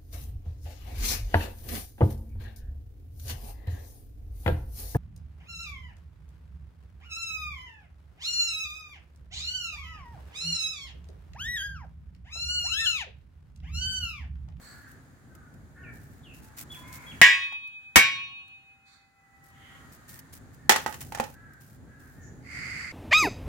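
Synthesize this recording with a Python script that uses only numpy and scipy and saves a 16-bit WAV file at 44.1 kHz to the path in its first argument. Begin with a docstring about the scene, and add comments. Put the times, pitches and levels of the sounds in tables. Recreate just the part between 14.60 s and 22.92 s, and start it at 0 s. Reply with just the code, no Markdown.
"""A low outdoor rumble, a soft hiss, a far rasp and crows open the scene; a bird whistles, whines drift by.
A coconut half is slammed twice on a steel blade on concrete: noise crunches, thuds and rattles over dying sines.
The loosened shell cracks down on the concrete and bounces to rest, its hollow modes ringing; brief dry scrapes
of rubbed husk and sliding shell, rasps and air are shaped noise, caws are harmonics, whistles gliding tones.
A gain control ducks everything at the slams, so the background sinks and then creeps back."""
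import sys
import numpy as np
from scipy import signal
from scipy.fft import rfft, irfft, next_fast_len
from scipy.io import wavfile
from scipy.ndimage import uniform_filter1d, minimum_filter1d

SR = 44100
rng = np.random.default_rng(int(sys.argv[2]) if len(sys.argv) > 2 else 0)


def to_wav(s):
    """Save 16-bit WAV."""
    ch = np.atleast_2d(s).T  # columns
    pcm = np.round(np.clip(ch, -1, 1) * 32767)  # PCM
    wavfile.write(sys.argv[1], SR, pcm.astype(np.int16))


N = 366894
TIME = np.arange(N) / SR

# low outdoor rumble, also the colour of the slams' boom: [f/Hz, relative level per Hz/dB]
RUMBLE_COLOUR = [(15, -50), (25, -16), (67, 1.5), (87, 0), (147, -0.5), (184, -9), (267, -6), (310, -13),
                 (479, -20), (835, -24.5), (900, -30), (1170, -49), (1980, -120)]
# broadband crack of shell and grit: [f/Hz, relative level per Hz/dB]
CRUNCH_COLOUR = [(60, -11), (300, 0.5), (800, 3.5), (1800, 6), (4000, -2.5), (7000, -1.5), (10500, -7.5),
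                 (15000, -9.5)]


def from_db(db):
    """Decibels to amplitude gain."""
    return 10 ** (np.asarray(db) / 20)


def rms_one(x):
    """Scale to unit power."""
    return x / np.sqrt(np.mean(x ** 2) + 1e-20)


def at_hz(points, hz, axis=1):
    """Read a column of a spectrum on a log-frequency axis."""
    table = np.array(points)
    return np.interp(np.log(hz + 1e-9), np.log(table[:, 0]), table[:, axis])


def add(out, s, sound):
    """Mix a sound in from time s on."""
    start = max(round(s * SR), 0)
    out[..., start:start + sound.shape[-1]] += sound[..., :N - start]


def low_pass(x, hz, order=2):
    """Causal Butterworth low-pass."""
    return signal.sosfilt(signal.butter(order, min(hz, SR / 2 - 1), fs=SR, output="sos"), x)


def noise(colour, size=N, alike=0.):
    """Stereo noise of unit power with a given spectrum and left-right likeness."""
    length = next_fast_len(size)
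    hz = np.fft.rfftfreq(length, 1 / SR)
    if callable(colour):
        gain = colour(hz)
    else:
        # tabled colours also roll off below 30 Hz
        gain = from_db(at_hz(colour, hz)) * hz ** 2 / (hz ** 2 + 30 ** 2)
    white = rng.standard_normal((2, length))
    mid, side = irfft(rfft(white) * gain, length)[:, :size]
    alike = np.clip(alike, -1, 1)
    return rms_one(np.sqrt(1 + alike) * mid + np.sqrt(1 - alike) * side * [[1], [-1]])


def resonance(centre_hz, width_hz):
    """Gain against frequency of a steep-sided resonance."""
    return lambda hz: 1 / (1 + ((hz - centre_hz) / width_hz) ** 2)


def swell(t, length, rise):
    """Smooth rise, hold and fall."""
    return np.sin(np.pi / 2 * np.clip(np.minimum(t, length - t) / rise, 0, 1)) ** 2


def grainy(size, depth_db, count=40):
    """Random level of unit power, moving to a new value every count samples."""
    knots = rng.standard_normal(size // count + 2).clip(-2, 2)
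    wander = np.interp(np.arange(size) / count, np.arange(len(knots)), knots)
    return rms_one(from_db(depth_db * wander))


def yard_echo(stretch=1.):
    """Scatter from walls and racks: noise bands of unit total energy a side, the treble dying first."""
    # echo of the yard: [f/Hz, relative level per Hz/dB, t60 before stretching/s]
    yard = [(80, -5, .35), (300, 0, .5), (900, 0, .5), (2200, -1, .5), (5000, -2, .48), (8000, -4, .4),
            (11000, -9, .3), (15000, -9, .27)]
    t, out = TIME[:SR], 0
    edges = np.geomspace(50, 17000, 15)
    for low, high in zip(edges, edges[1:]):
        hz = np.sqrt(low * high)
        band_filter = signal.butter(2, [low, high], "band", fs=SR, output="sos")
        band = signal.sosfilt(band_filter, rng.standard_normal((2, SR)))
        t60 = stretch * at_hz(yard, hz, axis=2)
        out = out + band * from_db(at_hz(yard, hz) - 60 * t / t60)
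    return rms_one(out * (1 - np.exp(-t / 0.0028))) / np.sqrt(SR)


def in_yard(x, echo, wet_db):
    """A sound with its echo."""
    return x + from_db(wet_db) * signal.fftconvolve(np.atleast_2d(x), echo, axes=1)[:, :N]


def background():
    """Distant rumble and a soft hiss of foliage and insects: two noises whose levels drift."""
    # outdoor levels: [t/s, rumble level/dB, hiss level/dB]
    outdoors = [(0, -52.5, -56), (.6, -54, -63.5), (1.3, -48, -64), (1.801, -50.5, -60.5),
                (2.449, -48.5, -52), (3.2, -53, -53.5), (5.1, -54.5, -56), (6.4, -47.5, -63.5),
                (7.099, -54, -64.5), (7.5, -48.5, -63), (8.32, -47.5, -62)]
    # hiss of foliage and insects: [f/Hz, relative level per Hz/dB]
    air_colour = [(300, -11), (700, -3), (1700, 2.5), (2700, -14), (4500, -13.5), (5800, -17.5),
                  (6700, -9.5), (7800, -14.5), (15000, -20.5)]
    s, rumble_db, air_db = np.transpose(outdoors)
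    rumble = noise(RUMBLE_COLOUR, alike=0.72) * from_db(np.interp(TIME, s, rumble_db))
    rumble *= grainy(N, depth_db=2.0, count=2000)
    air = noise(air_colour, alike=0.) * from_db(np.interp(TIME, s, air_db))
    return rumble + air


def scrapes_and_taps():
    """Brief dry scrapes and hisses (rubbed husk, sliding shell, a soft opening hiss) as grainy noise, and taps."""
    # brief dry scrapes and hisses: rubbed husk, the shell sliding on concrete, a soft opening hiss:
    # [t/s, length/s, level before the fade/dB]
    strokes = [(0, 0.25, -57.5), (0.268, 0.089, -60), (1.322, 0.29, -59.5), (1.731, 0.086, -52.5),
               (1.811, 0.089, -53.5), (1.963, 0.082, -38), (2.109, 0.13, -48), (2.267, 0.062, -52),
               (2.318, 0.072, -42), (2.403, 0.21, -60.5), (4.827, 0.093, -51.5), (5.312, 0.07, -50),
               (5.475, 0.14, -45.5), (5.72, 0.073, -45.5), (5.926, 0.039, -54.5), (6.108, 0.15, -40),
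               (6.283, 0.15, -46), (6.4, 0.047, -37), (6.436, 0.14, -50.5), (6.6, .16, -50),
               (6.997, 0.18, -56), (7.387, 0.27, -61.5)]
    # small dry taps: [t/s, level/dB]
    dry_taps = [(.315, -50), (0.751, -48.5), (.94, -57), (1.98, -50), (2.01, -46), (2.353, -42.5),
                (3.074, -40), (3.88, -44.5), (5.591, -39), (6.935, -53)]
    # colour of the scrapes, hisses and taps: [f/Hz, relative level per Hz/dB]
    scrape_colour = [(500, -10), (1800, 2), (3500, -3), (5500, 1), (8000, 2), (11000, 2), (15500, 3)]
    rise_s, fade_db = 0.016, 8.5   # a stroke bites quickly, then fades evenly
    level, taps, t = np.zeros(N), np.zeros((2, N)), TIME[:SR // 4]
    for s, length, db in strokes:
        age = TIME[:int(length * SR)]
        add(level, s, swell(age, length, rise_s) * from_db(db - fade_db * age / length))
    for s, db in dry_taps:
        add(taps, s, noise(scrape_colour, len(t)) * from_db(db - 60 * t / 0.037))
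    return taps + noise(scrape_colour) * grainy(N, depth_db=3.5, count=110) * level


def rasps(echo):
    """Distant toneless rasps, like a harsh bird's: fluttering noise in two resonances, plus hiss and echo."""
    # rasps before echo and panning: [t/s, length/s, shortest rise/s, lower resonance f/Hz, its level/dB,
    # upper resonance f/Hz, its level/dB, hiss level/dB]
    far_rasps = [(0, 0.16, 0.036, 4400, -56.5, 7840, -59.5, -60.5),
                 (4.245, 0.15, 0.038, 3730, -51.5, 4400, -48, -47.5),
                 (4.853, 0.4, 0.21, 2070, -57, 3100, -57, -74),
                 (7.588, 0.14, 0.059, 5860, -68, 6780, -59, -80),
                 (7.799, 0.62, 0.21, 2085, -38.5, 4710, -50, -48)]
    # hiss within a rasp: [f/Hz, relative level per Hz/dB]
    hiss_colour = [(500, -25), (1400, 12.5), (2400, 4), (3500, -69), (5500, -1.5), (7300, 2.5),
                   (10000, -8.5), (15000, -17.5)]
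    out = np.zeros((2, N))
    for s, length, rise, lower_hz, lower_db, upper_hz, upper_db, hiss_db in far_rasps:
        t = TIME[:int(length * SR)]
        call = from_db(lower_db) * noise(resonance(lower_hz, width_hz=215), len(t))
        call += from_db(upper_db) * noise(resonance(upper_hz, width_hz=300), len(t))
        call += from_db(hiss_db) * noise(hiss_colour, len(t))
        flutter = grainy(len(t), depth_db=1.0, count=300)
        add(out, s, call * swell(t, length, max(rise, length / 4)) * flutter)
    # the left side is softer
    return in_yard(out, echo, wet_db=-5) * from_db([[-3.5], [-.5]])


def crows():
    """Hoarse arched caws: unsteady harmonics under one throat resonance."""
    # caws: [t/s, length/s, base pitch f/Hz, throat f/Hz, relative level/dB]
    caws = [(0.04, 0.28, 275, 1624, -54.5), (.68, .22, 300.6, 1440, -59.5), (1.139, .2, 347.8, 1654, -50.5),
            (1.8, 0.15, 418, 850, -64.5), (2.131, 0.38, 490, 1010, -58), (2.204, 0.33, 345, 2195, -54),
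            (5.054, 0.27, 269.7, 1325, -66), (5.451, 0.15, 350, 1833, -60), (5.958, 0.17, 349, 1780, -63),
            (6.717, 0.26, 317.6, 1595, -55.5), (7.251, 0.27, 314.5, 1632, -58.5),
            (7.54, 0.16, 349, 1695, -59)]
    out = np.zeros(N)
    for s, length, pitch_hz, throat_hz, db in caws:
        t = TIME[:int(length * SR)]
        jitter = rms_one(low_pass(rng.standard_normal(len(t)), 120))
        # the pitch rises, then ends below its start
        arch = np.sin(np.pi * t / length) - t / length
        pitch = pitch_hz * (1 + 0.09 * arch + 0.033 * jitter)
        phase = 2 * np.pi * np.cumsum(pitch) / SR
        throat = resonance(throat_hz, width_hz=180)
        voice = sum(throat(k * pitch) * np.sin(k * phase) for k in range(1, 11))
        add(out, s, rms_one(voice) * swell(t, length, rise=0.045) * from_db(db))
    return out


def tone(pitch, waver, waver_hz):
    """A nearly pure tone whose pitch wavers at random by a given share."""
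    unsteady = 1 + waver * rms_one(low_pass(rng.standard_normal(len(pitch)), waver_hz))
    return np.sin(2 * np.pi * np.cumsum(pitch * unsteady) / SR)


def whistles():
    """A bird's notes: each holds its top pitch, then slurs down, fluttering in level."""
    # notes before echo: [t/s, length/s, hold/s, top f/Hz, f the slur heads for/Hz, relative level/dB,
    # fade over a full slur/dB, waver as a share of pitch]
    notes = [(1.225, 0.086, 0.0063, 3070, 2250, -66.5, -17, .01),
             (1.625, 0.12, 0.016, 3640, 2650, -58.5, -5, .035),
             (2.094, .12, 0.042, 3383, 1550, -44, 14, .01), (2.46, .11, 0.055, 3314, 1600, -45, 9.5, .01)]
    slur_s, rise_s = 0.017, 0.016   # time constant of the falling pitch; rise of a note
    out = np.zeros(N)
    for s, length, hold, top_hz, bottom_hz, db, fade_db, waver in notes:
        t = TIME[:int(length * SR)]
        slur = 1 - np.exp(-np.maximum(t - hold, 0) / slur_s)
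        note = tone(top_hz + (bottom_hz - top_hz) * slur, waver, waver_hz=200)
        flutter = grainy(len(t), depth_db=3.5, count=300)
        add(out, s, note * flutter * swell(t, length, rise_s) * from_db(db - fade_db * slur))
    return out


def whines():
    """Faint whines, like passing motors: tones that swell and fade while the pitch sinks evenly."""
    # whines: [t/s, length/s, first f/Hz, last f/Hz, relative level/dB]
    far_whines = [(2.402, 3.19, 790.8, 784.4, -53), (3.498, 2.4, 1475, 1184, -55.5),
                  (3.601, 2.2, 2164, 1803, -49)]
    out = np.zeros(N)
    for s, length, first_hz, last_hz, db in far_whines:
        t = TIME[:int(length * SR)]
        whine = tone(first_hz + (last_hz - first_hz) * t / length, waver=.005, waver_hz=25)
        add(out, s, whine * swell(t, length, rise=1.3) * from_db(db))
    return out


def mode(hz, db, t60, spread, beat_db=0):
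    """A dying sine, a phase apart left to right, whose level may beat slowly."""
    t = TIME[:int(min(2 * t60, 3) * SR)]
    phase = rng.uniform(0, 2 * np.pi) + spread * np.array([[.5], [-.5]])
    beat = beat_db * np.sin(2 * np.pi * (rng.uniform(3.8, 11) * t + rng.random()))
    return np.sin(2 * np.pi * hz * t + phase) * from_db(db + beat - 60 * t / t60)


def slams(count=70):
    """The shell crunches on the steel, the ground thuds, and the blade rings according to where it is hit."""
    # slams on the blade: [t/s, blade relative level/dB, dense overtones relative level/dB,
    # crack relative level/dB, time for the crack to lose 20 dB/s, thud relative level/dB,
    # rattle relative level/dB, left lead of the crack/ms]
    blows = [(2.6146, 0.5, -28, -11, 0.024, -23.5, -10, .25), (3.3580, 0, -27, -3.5, 0.046, -17, -15, .5)]
    # strong modes of the blade: [f/Hz, t60/s, relative level struck at the first spot/dB,
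    # relative level at the second spot/dB, left-right phase/rad]
    blade = [(1001, 0.35, -26, -36, -0.1), (1102, 0.7, -28, -25, -0.2), (1545, 0.3, -24, -17, 0.8),
             (1650, 0.3, -9, -27, 0.8), (1700, 0.3, -16, -23, 1.2), (1857, 0.38, -10, -20, 0.1),
             (1902, 0.3, -8, -20, 1.0), (1952, 0.36, -5, -24, 0.4), (2132, 0.3, -14, -17, -0.2),
             (2217, 0.42, -18, -9, 1.4), (2240, 0.33, -12, -15, 0.8), (2273, 0.3, -16, -11, 1.4),
             (2383, 0.58, -19, -16, 0.6), (2536, 1.6, -21, -26, -2.0), (2700, 0.4, -19, -23, 1.5),
             (2803, 0.3, -22, -32, -0.1), (2875, 1, -34, -25, 2.4), (3278, 0.9, -29, -34, 0.7),
             (3483, 0.5, -24, -31, 1.3), (3741, 0.95, -25, -25, -2.1), (3941, 0.35, -28, -26, 2.3),
             (4243, 1, -46, -38, 0.5), (4861, 0.5, -33, -34, -0.2), (5028, 0.33, -25, -37, 0.4),
             (5351, 0.3, -27, -35, -0.5), (5577, 0.3, -30, -28, -0.1), (5830, 0.55, -42, -34, 0.3),
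             (7372, 0.3, -26, -27, -1.4)]
    # many weaker overtones of the blade: [f/Hz, relative level/dB, t60/s]
    overtones = [(500, -17, .35), (1200, -11, .33), (2000, -3, .38), (3000, -2, .36), (4200, -8, .4),
                 (5400, -5, .38), (8000, -8, .3), (11000, -14, .23), (15000, -12, .2)]
    # deep thud of the ground: [f/Hz, relative level per Hz/dB]
    thud_colour = [(25, -6), (60, 2.5), (130, -2), (300, -5.5), (600, -20.5), (2000, -38)]
    # shell buzzing against the steel: [f/Hz, relative level per Hz/dB]
    rattle_colour = [(200, -32.5), (900, -17.5), (1400, -15.5), (1750, 4), (2300, -3), (2900, 1.5),
                     (3600, -19.5), (5200, -18.5), (8000, -27), (12000, -38.5)]
    boom_db, boom_t60_s = -26.5, 1.1   # the thud lingers between the walls; level relative to the thud
    out, t = np.zeros((2, N)), TIME[:3 * SR]
    short = t[:SR]
    lowest_hz, highest_hz = overtones[0][0], overtones[-1][0]
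    for spot, (s, blade_db, dense_db, crack_db, crunch_s, thud_db, rattle_db, lead_ms) in enumerate(blows):
        ring = np.zeros((2, len(t)))
        for hz, t60, first_db, second_db, spread in blade:
            spot_db = (first_db, second_db)[spot]
            add(ring, 0, mode(hz, blade_db + spot_db, t60, spread, beat_db=4.0))
        # one weak overtone falls somewhere in each narrow slice of the spectrum, more densely towards the top
        place = ((np.arange(count) + rng.random(count)) / count) ** .7
        for hz in lowest_hz * (highest_hz / lowest_hz) ** place:
            db = dense_db + at_hz(overtones, hz) + rng.normal(0, 3.4)
            add(ring, 0, mode(hz, db, at_hz(overtones, hz, axis=2), rng.normal(0, 1.2)))
        # the shell pressed on the steel holds the ring back at first
        ring *= from_db(-9 * np.exp(-t / 0.014)) * (1 - np.exp(-t / 0.00029))
        crack = noise(CRUNCH_COLOUR, SR, alike=0.34) * grainy(SR, depth_db=0.5)
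        crack *= from_db(crack_db - 20 * short / crunch_s)
        thud = noise(thud_colour, SR, alike=.05) * from_db(thud_db - 60 * short / 0.11)
        thud *= 1 - np.exp(-short / .001)
        boom = noise(RUMBLE_COLOUR, SR, alike=0.45) * from_db(thud_db + boom_db - 60 * short / boom_t60_s)
        rattle = noise(rattle_colour, SR, alike=.4) * from_db(rattle_db - 60 * short / .42)
        # a new blow stops what still rang
        out *= np.exp(-np.clip(TIME - s, 0, .5) / .01)
        add(out, s, ring)
        add(out, s, thud + boom + rattle)
        add(out[0], s, crack[0])
        add(out[1], s + lead_ms / 1000, crack[1])
    return out


def knocks():
    """Each knock on concrete rings the hollow shell, dulled by soft contact, and adds a burst of grit noise."""
    # knocks before echo: [t/s, shell relative level/dB, contact cut-off f/Hz, grit level before panning/dB,
    # left-right difference/dB]
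    shell_knocks = [(2.924, -22, 2473, -36, -2), (6.0941, -4, 6060, -3, -2.5), (6.101, -31, 3030, -32, -17),
                    (6.111, -19, 2500, -17, -8), (6.12, -23, 4000, -15.5, 4.5),
                    (6.1608, -17.5, 1980, -18.5, 0), (6.2619, -15.5, 1840, -28, -3.5),
                    (6.276, -68, 3000, -43, -23), (6.325, -50, 5960, -44, -22),
                    (6.342, -55, 9050, -34.5, 0), (6.417, -46, 6000, -40.5, -5),
                    (6.522, -23.5, 1003, -36.5, -4), (6.548, -26, 1290, -29.5, -4),
                    (6.574, -26.5, 1010, -41, -10), (6.585, -38, 1000, -39, 3),
                    (6.599, -5.5, 1080, -25, -2), (6.639, -36, 1180, -36, -11)]
    # modes of the hollow shell, before random spread: [f/Hz, relative level/dB, t60/s]
    shell = [(240, -14, .09), (540, -8, .035), (850, 5, .03), (1250, -5, .03), (1500, -5, .025),
             (1880, 2.5, .03), (2560, -2, .025), (3150, -3, .02), (5200, -3, .025), (7600, -9, .015)]
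    out, t = np.zeros((2, N)), TIME[:SR // 4]
    for s, level_db, contact_hz, grit_db, pan_db in shell_knocks:
        knock = noise(CRUNCH_COLOUR, len(t)) * from_db(grit_db - 60 * t / 0.044)
        for hz, mode_db, t60 in shell:
            # a soft contact reaches only the low modes
            contact_loss_db = 10 * np.log10(1 + (hz / contact_hz) ** 6)
            strength_db = level_db + mode_db + rng.normal(0, 2) - contact_loss_db - 8.5
            add(knock, 0, mode(hz * rng.normal(1, 0.032), strength_db, t60, rng.normal(0.91, 0.68)))
        pan = from_db(np.array([[.5], [-.5]]) * pan_db)
        add(out, s, knock * (1 - np.exp(-t / 0.00019)) * pan)
    return out


def gain_control(x):
    """The gain drops at once by whatever exceeds the limit, stays down for a while, then creeps back."""
    limit_db, window_s, hold_s, release_db_per_s = -6.5, 0.016, 1.167, 25.5
    power = uniform_filter1d(np.mean(x ** 2, axis=0), int(window_s * SR))
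    over_db = np.maximum(10 * np.log10(np.abs(power) + 1e-12) - limit_db, 0)
    hold = int(hold_s * SR)
    # running maximum over the hold time
    held_db = -minimum_filter1d(-over_db, hold, origin=(hold - 1) // 2, mode="nearest")
    recovery_db = release_db_per_s * TIME
    return x * from_db(recovery_db - np.maximum.accumulate(held_db + recovery_db))


def scene():
    """The open air, far birds and whines, and the near scrapes, taps and blows."""
    far_echo = yard_echo(stretch=1.2)
    caws = from_db(-4.5) * in_yard(crows(), far_echo, wet_db=-1.0)
    song = whistles()
    # the bird sits to the left and reaches that side first
    song = np.array([song, np.interp(TIME - .00034, TIME, song)])
    birds = caws + in_yard(song, yard_echo(stretch=.9), wet_db=-4.0)
    whine = from_db(-7) * in_yard(whines(), far_echo, wet_db=-1.5)
    bounces = in_yard(knocks(), yard_echo(stretch=0.53), wet_db=-10.5)
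    blows = from_db(14.5) * slams() + bounces
    return background() + scrapes_and_taps() + rasps(far_echo) + birds + whine + blows


def record(dry):
    """The slams duck the gain, peaks are softly rounded off, and a steep filter cuts the top."""
    cutoff_hz = 16200
    ducked = gain_control(dry)
    rounded = ducked / (1 + np.abs(ducked / .95) ** 4) ** (1 / 4)
    return signal.sosfilt(signal.ellip(10, .2, 80, cutoff_hz, fs=SR, output="sos"), rounded)


dry = scene()
out = record(dry)
to_wav(out)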